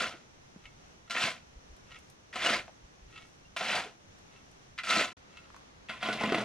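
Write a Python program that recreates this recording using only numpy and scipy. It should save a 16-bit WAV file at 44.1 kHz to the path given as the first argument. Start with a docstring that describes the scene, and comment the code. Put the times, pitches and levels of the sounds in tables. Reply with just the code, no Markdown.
"""A steel shovel turns a heap of dry cement and gravel on hard ground, outdoors, a few metres away.
Again and again the blade lands, grinds under the heap and is tipped out: random grains and short chips
shake the ringing steel, stones knock on it, and sliding mix and sand patter as filtered grains.
After a brief silence the work goes on in a second yard, with a last pour and then a deeper, rasping drag.
Dull knocks, thuds, pebble ticks and a faint ping come between; each yard has its own quiet noisy air."""
import sys
import numpy as np
from scipy import signal
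from scipy.fft import rfft, irfft
from scipy.io import wavfile
from scipy.ndimage import uniform_filter1d

SR = 44100
rng = np.random.default_rng(int(sys.argv[2]) if len(sys.argv) > 2 else 0)


def output_pcm(signal):
    """Save a mono or channel-first signal as 16-bit PCM at the path in sys.argv[1].

    Samples are clipped to [-1, 1] before scaling.
    """
    pcm = np.clip(np.atleast_2d(signal).T, -1, 1) * 32767
    wavfile.write(sys.argv[1], SR, np.round(pcm).astype(np.int16))


N = 284004
TIME = np.arange(N) / SR
TAPS = 8192  # length of filters and short bursts, samples
FREQ = np.maximum(np.fft.rfftfreq(TAPS, 1 / SR), 1)  # Hz, kept above zero for logarithms
GAP_START, GAP_END = 5.13, 5.169  # brief silence between the two yards, s

# modes of the blade resting on the ground: f/Hz, width/Hz, lift/dB
BLADE_MODES = [(219, 64, 8), (523.6, 39, 5), (665.4, 88, 7), (734.4, 24, 8), (1022, 36, 8.5),
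               (1283, 54, 6.5), (1380, 42, 9.5), (1490, 33, 5.5), (1776, 36, 2.5), (1920, 54, 6.5),
               (1950, 47, -0.5), (2107, 120, 4.5), (2380, 49, 4), (2654, 34, 5.5), (2834, 115, 3.5),
               (3155, 200, 2), (3480, 170, 3.5), (4010, 87, 5), (4600, 85, 3)]


def undb(db):
    """Turn decibels into a plain gain."""
    return 10 ** (np.asarray(db) / 20)


def spectrum(points):
    """Join (Hz, value) points by straight lines on a log-frequency axis."""
    hz, value = np.transpose(points)
    return np.interp(np.log(FREQ), np.log(hz), value)


def resonances(modes):
    """Lift in dB that a set of modes gives to each frequency."""
    return sum(db / (1 + (2 * (FREQ - hz) / width) ** 2) for hz, width, db in modes)


def slope(ratio, order=8):
    """Roll-off in dB where the frequency ratio exceeds one; a higher order is steeper."""
    return -10 * np.log10(1 + ratio ** order)


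def response(db):
    """Turn a dB curve into a filter that answers at once (minimum phase), with unit energy."""
    cepstrum = irfft(np.log(undb(db)))
    # folding the second half onto the first leaves nothing before the start
    cepstrum[1:TAPS // 2] *= 2
    cepstrum[TAPS // 2 + 1:] = 0
    h = irfft(np.exp(rfft(cepstrum)))
    return h / np.linalg.norm(h)


def through(x, h):
    """Pass a signal through an impulse response."""
    return signal.fftconvolve(x, h)[:N]


def walk(rate):
    """Smooth random wander with a spread near one; a higher rate wanders faster."""
    k = max(int(SR / rate), 2)
    steps = np.repeat(rng.standard_normal(N // k + 1), k)
    return 1.3 * uniform_filter1d(uniform_filter1d(steps, k), k)[:N]


def envelope(db, active):
    """Gain for a level in dB, silent while not active, with softened edges."""
    return uniform_filter1d(undb(db) * active, size=128)


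def add(track, s, sound):
    """Mix a short sound in at time s."""
    start = int(s * SR)
    track[start:start + len(sound)] += sound[:N - start]


def grains(rate, spread_db):
    """Random contacts (rate per second), many small and a few large; rms one."""
    size = undb(spread_db * np.minimum(rng.exponential(size=N), 5))
    hits = rng.random(N) < rate / SR
    x = hits * size * rng.choice([-1, 1], N)
    return x / x.std()


def burst(t60, crack):
    """Force of a blow: one sharp push and a dying chatter of crushed grit."""
    force = rng.standard_normal(TAPS) * undb(-60 * np.arange(TAPS) / SR / t60)
    force[0] = crack
    return force


def shovel(db, body_hz=900, grit_hz=4000):
    """Split the steel's answer into loaded low body, middle ring and the grit at the edge above it."""
    low, high = FREQ / body_hz, FREQ / grit_hz
    ring = response(db + slope(1 / low) + slope(high))
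    body = response(db + slope(low))
    grit = response(db + slope(1 / high))
    return ring, body, grit


def scooping_colour():
    """Spectrum in dB of scooping: the force of the contacts plus the modes of the resting blade."""
    # contact force when scooping: f/Hz, level/dB
    force_colour = [(50, -30), (110, -20.5), (170, -11.5), (400, -8.5), (650, -4.5), (880, -7), (1150, -3),
                    (1600, 0), (2500, 1), (4000, -5), (6000, -10.5), (8000, -16), (11000, -23.5),
                    (15000, -40)]
    return spectrum(force_colour) + resonances(BLADE_MODES)


def dragging_colour():
    """Spectrum in dB of dragging: the contact force plus weaker blade modes and those of the pressed edge."""
    # contact force when dragging: f/Hz, level/dB
    force_colour = [(50, -25), (110, -13.5), (220, -5), (400, -5), (700, -1.5), (900, -2.5), (1600, -3),
                    (2600, -0.5), (4000, -9), (6000, -17.5), (8000, -23), (11000, -28), (15000, -48)]
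    # shaft and blade pressed on edge against the ground: f/Hz, width/Hz, lift/dB (before the 0.77 below)
    edge_modes = [(122, 20, 20.5), (213, 20, 8.5), (310, 17, 9), (434.5, 22, 11.5), (670, 63, 5),
                  (1040, 27, 9.5), (1468, 50, 10), (2050, 120, 5.5), (2680, 110, -0.5), (3370, 83, 6.5)]
    return spectrum(force_colour) + 0.79 * resonances(BLADE_MODES) + 0.77 * resonances(edge_modes)


def effort(s, build_s, hold_s, contact_db, release_db_per_s):
    """The push builds from first contact, holds, then eases off, while the blade fills; both in dB."""
    rounding_s = 0.025  # how gently the push turns into its release
    empty_body_db, loading_db_per_s = -6, 27  # low body when empty; its gain while the push eases
    building = np.clip((TIME - s) / build_s, 0, 1)
    filling = np.clip((TIME - s) / (build_s + hold_s), 0, 1)
    past = np.maximum(TIME - s - build_s - hold_s, 0)
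    easing_s = np.hypot(past, rounding_s) - rounding_s
    push_db = contact_db * (1 - building) - release_db_per_s * easing_s
    load_db = empty_body_db * (1 - filling) + loading_db_per_s * np.minimum(easing_s, .15)
    return push_db, load_db


def chips(s, rate=520, low_hz=900, high_hz=10000, cycles=14):
    """Single stones stick and slip on the steel, each at its own pitch; rms one from s[0] to s[-1]."""
    out, t = np.zeros(N), np.arange(1500) / SR
    length_s = s[-1] - s[0]
    for when, pitch, size in rng.random((int(rate * length_s), 3)):
        hz = low_hz * (high_hz / low_hz) ** pitch
        age = t * hz / cycles * 2
        # higher chips are shorter, sharper and stronger; each stone's size is drawn apart from its pitch
        chip = hz * np.exp(-age) * np.sin(2 * np.pi * hz * t)
        add(out, s[0] + when * length_s, (0.22 + size ** 2) * chip)
    return out / np.sqrt(np.sum(out ** 2) / SR / length_s)


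def scrape(stroke, parts, rate, spread_db, judder_db, judder_hz, stony, gain_db):
    """Stones catch and slip under the juddering edge, fewer as the push eases; gives sound and pressure."""
    s, build_s, hold_s, db, contact_db, release_db_per_s, body_db, grit_db = stroke
    push_db, load_db = effort(s, build_s, hold_s, contact_db, release_db_per_s)
    active = (TIME >= s) & (db + push_db > -70)  # the blade leaves the ground at -70 dB
    part_levels = (0, body_db + load_db, grit_db)
    pushes = [envelope(db + push_db + part_db, active) for part_db in part_levels]
    density = np.maximum(undb(.5 * push_db), .15)
    thinning = np.sqrt(density.mean() / density)  # fewer grains, each stronger
    judder = undb(judder_db * walk(judder_hz))
    judder *= undb(gain_db) / np.sqrt(np.mean(judder ** 2))
    stones = chips(TIME[active])
    sound = np.zeros(N)
    # chips ring in the steel and the grit, not in the low body
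    for share, push, part in zip((stony, 0, stony), pushes, parts):
        sand = grains(rate * density, spread_db) * thinning
        force = np.sqrt(1 - share) * sand + np.sqrt(share / 2) * stones
        sound += through(force * judder * push, part)
    return sound, undb(push_db) * active


def scoops():
    """Push the blade under the heap; the edge that bears on the ground lifts or dulls one region."""
    # start t/s, build-up/s, full push/s, ring level/dB (before gain_db), first contact re full push/dB,
    # release/(dB per s), low body re ring/dB, grit re ring/dB,
    # region lifted or dulled f/Hz, its width/Hz, its lift/dB (dulled if negative)
    scoop_table = [(0.0, .005, .008, -28.5, -0.5, 201.5, -7, -8, 1403, 160, 7),
                   (1.11, 0.11, 0.036, -28, -13.5, 269.5, -9, -6.5, 1840, 90, -2),
                   (2.335, 0.12, 0.074, -27, -17, 290, -6, -8, 333, 80, 6),
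                   (3.567, .14, .065, -30.5, -7.5, 234.5, -4, -7.5, 840, 300, 5.5),
                   (4.835, .068, .102, -25.5, -18, 275, -8, -7, 1335, 50, 10)]
    strokes = []
    for *stroke, hz, width_hz, lift_db in scoop_table:
        parts = shovel(scooping_colour() + resonances([(hz, width_hz, lift_db)]))
        strokes.append(scrape(stroke, parts, rate=8000, spread_db=2.5, judder_db=-0.85,
                              judder_hz=129.0, stony=0.23, gain_db=-2.94))
    return np.sum(strokes, axis=0)


def drags():
    """Drag the blade over the ground: sparser contacts and a stronger judder give a deep rasp."""
    # start t/s, build-up/s, full push/s, ring level/dB (before gain_db), first contact re full push/dB,
    # release/(dB per s), low body re ring/dB, grit re ring/dB
    drag_table = [(5.895, .005, 0.023, -45.5, -16, 42, -9, -11.5),
                  (6.005, .04, 0.046, -34.5, -9, 72, -3, -11),
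                  (6.19, 0.03, .17, -34.5, -8.5, 179, 1, -11.5)]
    parts = shovel(dragging_colour())
    strokes = [scrape(stroke, parts, rate=2400, spread_db=3.0, judder_db=1.66,
                      judder_hz=101, stony=0.33, gain_db=-3.0) for stroke in drag_table]
    return np.sum(strokes, axis=0)


def strikes(pressure, looseness=0.46, width_hz=130):
    """A blow rings the blade more than steady pressure; the spot hit lifts or dulls one region."""
    # steel meets ground or catches a stone: t/s, ring peak/dB, low body re ring/dB, grit re ring/dB,
    # region lifted or dulled f/Hz, its lift/dB (dulled if negative)
    strike_table = [(1.0983, -33.5, -7, -5, 1600, 17), (1.1072, -24.5, -20, -3, 1410, 9),
                    (1.1493, -29.5, -6, -14, 1900, 9), (1.1652, -19, -15, -26, 1820, 16),
                    (2.3278, -34.5, -35, -11, 1870, 9), (2.357, -29.5, -5.5, -7.5, 1300, 9),
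                    (2.4614, -19, -11.5, -7, 2890, 19), (2.4904, -22.5, -24, -20, 1410, 13),
                    (2.538, -23, -31, -22, 2146, 24), (3.5641, -26.5, -11.5, -7, 1910, -3),
                    (3.6088, -27, 1.5, -26, 1410, 6), (4.7788, -33, -36, -15, 1340, 10),
                    (4.786, -27.5, -42, -16.5, 2060, 13), (4.8346, -32, -15, -6.5, 1360, 4),
                    (4.907, -20, -23, -7, 1280, 15), (5.894, -28, -10, -11.5, 1600, 8),
                    (6.0281, -23.5, -11, -11.5, 2040, 4), (6.0867, -27.5, -1, -19, 1480, 16.5),
                    (6.128, -30.5, -20, 0, 2020, 12), (6.2104, -32, 8, -7, 2080, 9),
                    (6.2356, -24.5, 8, -8.5, 1960, 15), (6.3224, -26, -2, -12, 1240, 18),
                    (6.345, -20, -1.5, -11.5, 1827, 20)]
    # chatter t60/s of a lightly resting blade, then of one pressed hard, which stops sooner
    chatter_t60 = (0.11, 0.055)
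    out = np.zeros(N)
    scooping, dragging = scooping_colour(), dragging_colour()
    for s, db, body_db, grit_db, hz, lift_db in strike_table:
        colour = (scooping if s < GAP_END else dragging) + looseness * resonances(BLADE_MODES)
        ring, body, grit = shovel(colour + resonances([(hz, width_hz, lift_db)]))
        force = burst(np.interp(pressure[int(s * SR)], (0, 1), chatter_t60), crack=4.3)
        peak = np.abs(signal.fftconvolve(force, ring)).max()
        blow = signal.fftconvolve(force, ring + undb(body_db) * body + undb(grit_db) * grit)
        add(out, s, undb(db) * blow / peak)
    return out


def pours(gain_db=-5.5, patter_db=-17, fall_s=0.057, width_hz=700, lift_db=7):
    """Mix slides off the lifted blade, which rings freely; stones clink on it; sand patters after."""
    # mix sliding off: fullest flow t/s, flow level/dB (before gain_db or patter_db), time at fullest flow/s
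    pour_table = [(.652, -53, 0.0092), (1.922, -49, 0.03), (3.145, -49.5, 0.066), (4.342, -56.5, 0.035),
                  (5.33, -58.5, 0.11)]
    # stones knocking on the lifted blade: t/s, peak/dB, favoured f/Hz
    stone_table = [(0.655, -41.5, 2130), (1.077, -49, 1500), (1.917, -40.5, 2920), (1.96, -41, 2500),
                   (3.159, -41, 2640), (3.177, -38, 2670), (5.371, -39, 2830), (5.887, -35, 3020)]
    # force of the sliding mix: f/Hz, level/dB
    force_colour = [(200, -35), (900, -0.5), (1300, -1), (1600, -1.5), (2600, 6), (3500, 4), (5000, -5.5),
                    (8000, -13.5), (14000, -32)]
    # modes of the blade lifted clear of the ground: f/Hz, width/Hz, lift/dB
    lifted_modes = [(960, 45, 1), (1293, 69, 18), (1400, 37, 17), (1900, 82, 16.5), (2132, 25, 14.5),
                    (2220, 34, 13), (2680, 47, 15), (2920, 100, 3), (3390, 56, 8), (3990, 40, 8)]
    rise_db_per_s, fall_db_per_s = 270, 240
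    flow = np.zeros(N)
    for s, db, hold_s in pour_table:
        rise_db = rise_db_per_s * np.maximum(s - TIME, 0)
        fall_db = fall_db_per_s * np.maximum(TIME - s - hold_s, 0)
        flow += undb(db - rise_db - fall_db)
    steel = spectrum(force_colour) + resonances(lifted_modes)
    out = undb(gain_db) * through(grains(rate=2700, spread_db=5.5) * flow, response(steel))
    for s, db, hz in stone_table:
        # a stone that stays on the steel damps its modes
        colour = steel - 0.11 * resonances(lifted_modes) + resonances([(hz, width_hz, lift_db)])
        clink = signal.fftconvolve(burst(t60=0.049, crack=4.7), response(colour))
        add(out, s, undb(db) * clink / np.abs(clink).max())
    # sand lands a little later and more spread out than the mix slides
    falling = uniform_filter1d(np.interp(TIME - fall_s, TIME, flow), size=12000)
    drops = grains(rate=900, spread_db=3)
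    sand_colour = slope(3500 / FREQ, order=4) + slope(FREQ / 9000)
    return out + undb(patter_db) * through(drops * falling, response(sand_colour))


def knocks(sharpness=3.7):
    """Wood and packed earth answer with one quickly damped resonance."""
    # handle, clods and loaded blade on hard earth: t/s, peak/dB, centre f/Hz, t60/s of the force
    knock_table = [(0.141, -43.5, 323, 0.13), (0.561, -41.5, 190, 0.025), (1.24, -32.5, 170, 0.12),
                   (2.504, -29, 215, 0.046), (2.68, -37, 660, 0.05), (2.694, -45, 720, 0.052),
                   (3.858, -40, 450, 0.17), (4.97, -30, 256, 0.23), (5.012, -23, 600, 0.065),
                   (5.503, -44, 1180, 0.048), (5.545, -40.5, 1080, 0.067), (5.565, -42, 1130, 0.065),
                   (6.237, -26, 450, 0.15), (6.275, -27.5, 239, 0.23), (6.322, -18.5, 320, 0.21),
                   (6.35, -32, 217, 0.16)]
    out = np.zeros(N)
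    for s, db, hz, t60 in knock_table:
        resonance = slope(sharpness * (FREQ / hz - hz / FREQ), order=2)
        wood = response(resonance + slope(FREQ / (6.3 * hz), order=4))
        knock = signal.fftconvolve(burst(t60, crack=15.6), wood)
        add(out, s, undb(db) * knock / np.abs(knock).max())
    return out


def thuds(hz=49, length_s=0.035):
    """A cycle or two of deep pressure that swells and dies."""
    # soft low thuds: t/s, level/dB of the sine at full swell
    thud_table = [(0.65, -56), (1.556, -43), (1.689, -47), (1.719, -48.5), (2.826, -47), (3.015, -48),
                  (3.052, -49)]
    out, t = np.zeros(N), np.arange(int(length_s * SR)) / SR
    for s, db in thud_table:
        add(out, s, undb(db) * np.sin(np.pi * t / length_s) * np.sin(2 * np.pi * hz * t))
    return out


def pebbles(decay_s=0.0026):
    """Single small stones tick as they land: very short noise bursts, mostly treble."""
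    # lone pebbles on the heap: t/s, peak/dB
    pebble_table = [(1.7644, -54), (1.988, -45), (2.0996, -45.5), (4.188, -55), (4.5146, -52), (5.563, -49)]
    out, t = np.zeros(N), np.arange(TAPS) / SR
    stone = response(slope(4500 / FREQ, order=4) + slope(FREQ / 10000))
    for s, db in pebble_table:
        tick = signal.fftconvolve(rng.standard_normal(TAPS) * np.exp(-t / decay_s), stone)
        add(out, s, undb(db) * tick / np.abs(tick).max())
    return out


def ping(s=3.449, hz=2762, db=-58, rise_s=0.0088):
    """A faint thin ping while the shovel swings back: one sine that swells fast and dies."""
    age = np.maximum(TIME - s, 0) / rise_s
    return undb(db) * age * np.exp(1 - age) * np.sin(2 * np.pi * hz * TIME)


def place(x, bearing, wall_db, t60):
    """The treble leads in one channel (left if bearing > 0); ground and walls scatter a short, wide tail."""
    # lead between the channels at a bearing of one: f/Hz, phase/rad
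    phase_table = [(100, .01), (2300, 0.31), (4000, 0.97), (6000, 1.36), (8500, 2.02), (11000, 2.7),
                   (15000, 3.2)]
    lead = np.interp(np.fft.rfftfreq(N, 1 / SR), FREQ, spectrum(phase_table)) * bearing
    walls = response(spectrum([(200, -22), (1000, -7.5), (2500, 2), (5000, 1.5), (12000, 6.5)]))
    t, out = np.arange(SR // 2) / SR, []
    for sign in (1, -1):  # left, right
        direct = irfft(rfft(x) * np.exp(sign * .5j * lead), N)
        tail = rng.standard_normal(len(t)) * undb(-60 * t / t60) * (t > .003)
        scattered = through(through(direct, tail / np.linalg.norm(tail)), walls)
        out.append(direct + undb(wall_db) * scattered)
    return np.array(out)


def air(colour, db, waver_db=0.77, rumble_db=2.8):
    """Wide, quiet outdoor noise whose low rumble swells unevenly."""
    # width of the air: f/Hz, side re mid/dB
    width_table = [(60, -12.5), (110, -14), (200, -2), (400, 1.5), (1300, 4.5), (5000, 1), (14000, 6.5)]
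    shape, wide = spectrum(colour), spectrum(width_table)
    swell = undb(rumble_db * walk(20))
    mid = through(rng.standard_normal(N), response(shape))
    # the part below 200 Hz swells on its own
    rumble = signal.sosfilt(signal.butter(2, 200, fs=SR, output="sos"), mid)
    mid = mid + rumble * (swell / swell.mean() - 1)
    side_gain = np.linalg.norm(undb(shape + wide)) / np.linalg.norm(undb(shape))
    side = through(rng.standard_normal(N), response(shape + wide)) * side_gain
    return np.array([mid + side, mid - side]) * undb(db + waver_db * walk(7.4))


def scene():
    """Scoops and pours in the first yard, a last pour and a long drag in the second."""
    # still air of each yard with a thin far hiss near 6 kHz: f/Hz, relative level/(dB per Hz)
    first_air = [(25, -3), (60, 0.5), (130, 0.5), (260, -5.5), (700, -10.5), (1300, -14.5), (3000, -18),
                 (5000, -22), (5700, -16.5), (6500, -20), (7300, -28.5), (11000, -38), (15000, -52.5)]
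    second_air = [(25, -7), (60, 7.5), (130, 1.5), (260, -1.5), (700, -6.5), (1300, -9), (3000, -14),
                  (5000, -17), (5700, -16), (6500, -17), (7300, -26), (11000, -35.5), (15000, -53)]
    scraping, pressure = scoops() + drags()
    work = scraping + strikes(pressure) + pours() + knocks() + thuds() + pebbles() + ping()
    first = place(work, bearing=0.84, wall_db=-8.0, t60=0.14) + air(first_air, db=-59.5)
    second = place(work, bearing=-0.73, wall_db=-4.0, t60=0.19) + air(second_air, db=-59.5)
    return first * envelope(0, TIME < GAP_START) + second * envelope(0, TIME > GAP_END)


def record(dry):
    """Cut the treble steeply above 15.2 kHz."""
    return signal.sosfilt(signal.ellip(8, .2, 70, 15200, fs=SR, output="sos"), dry)


dry = scene()
out = record(dry)
output_pcm(out)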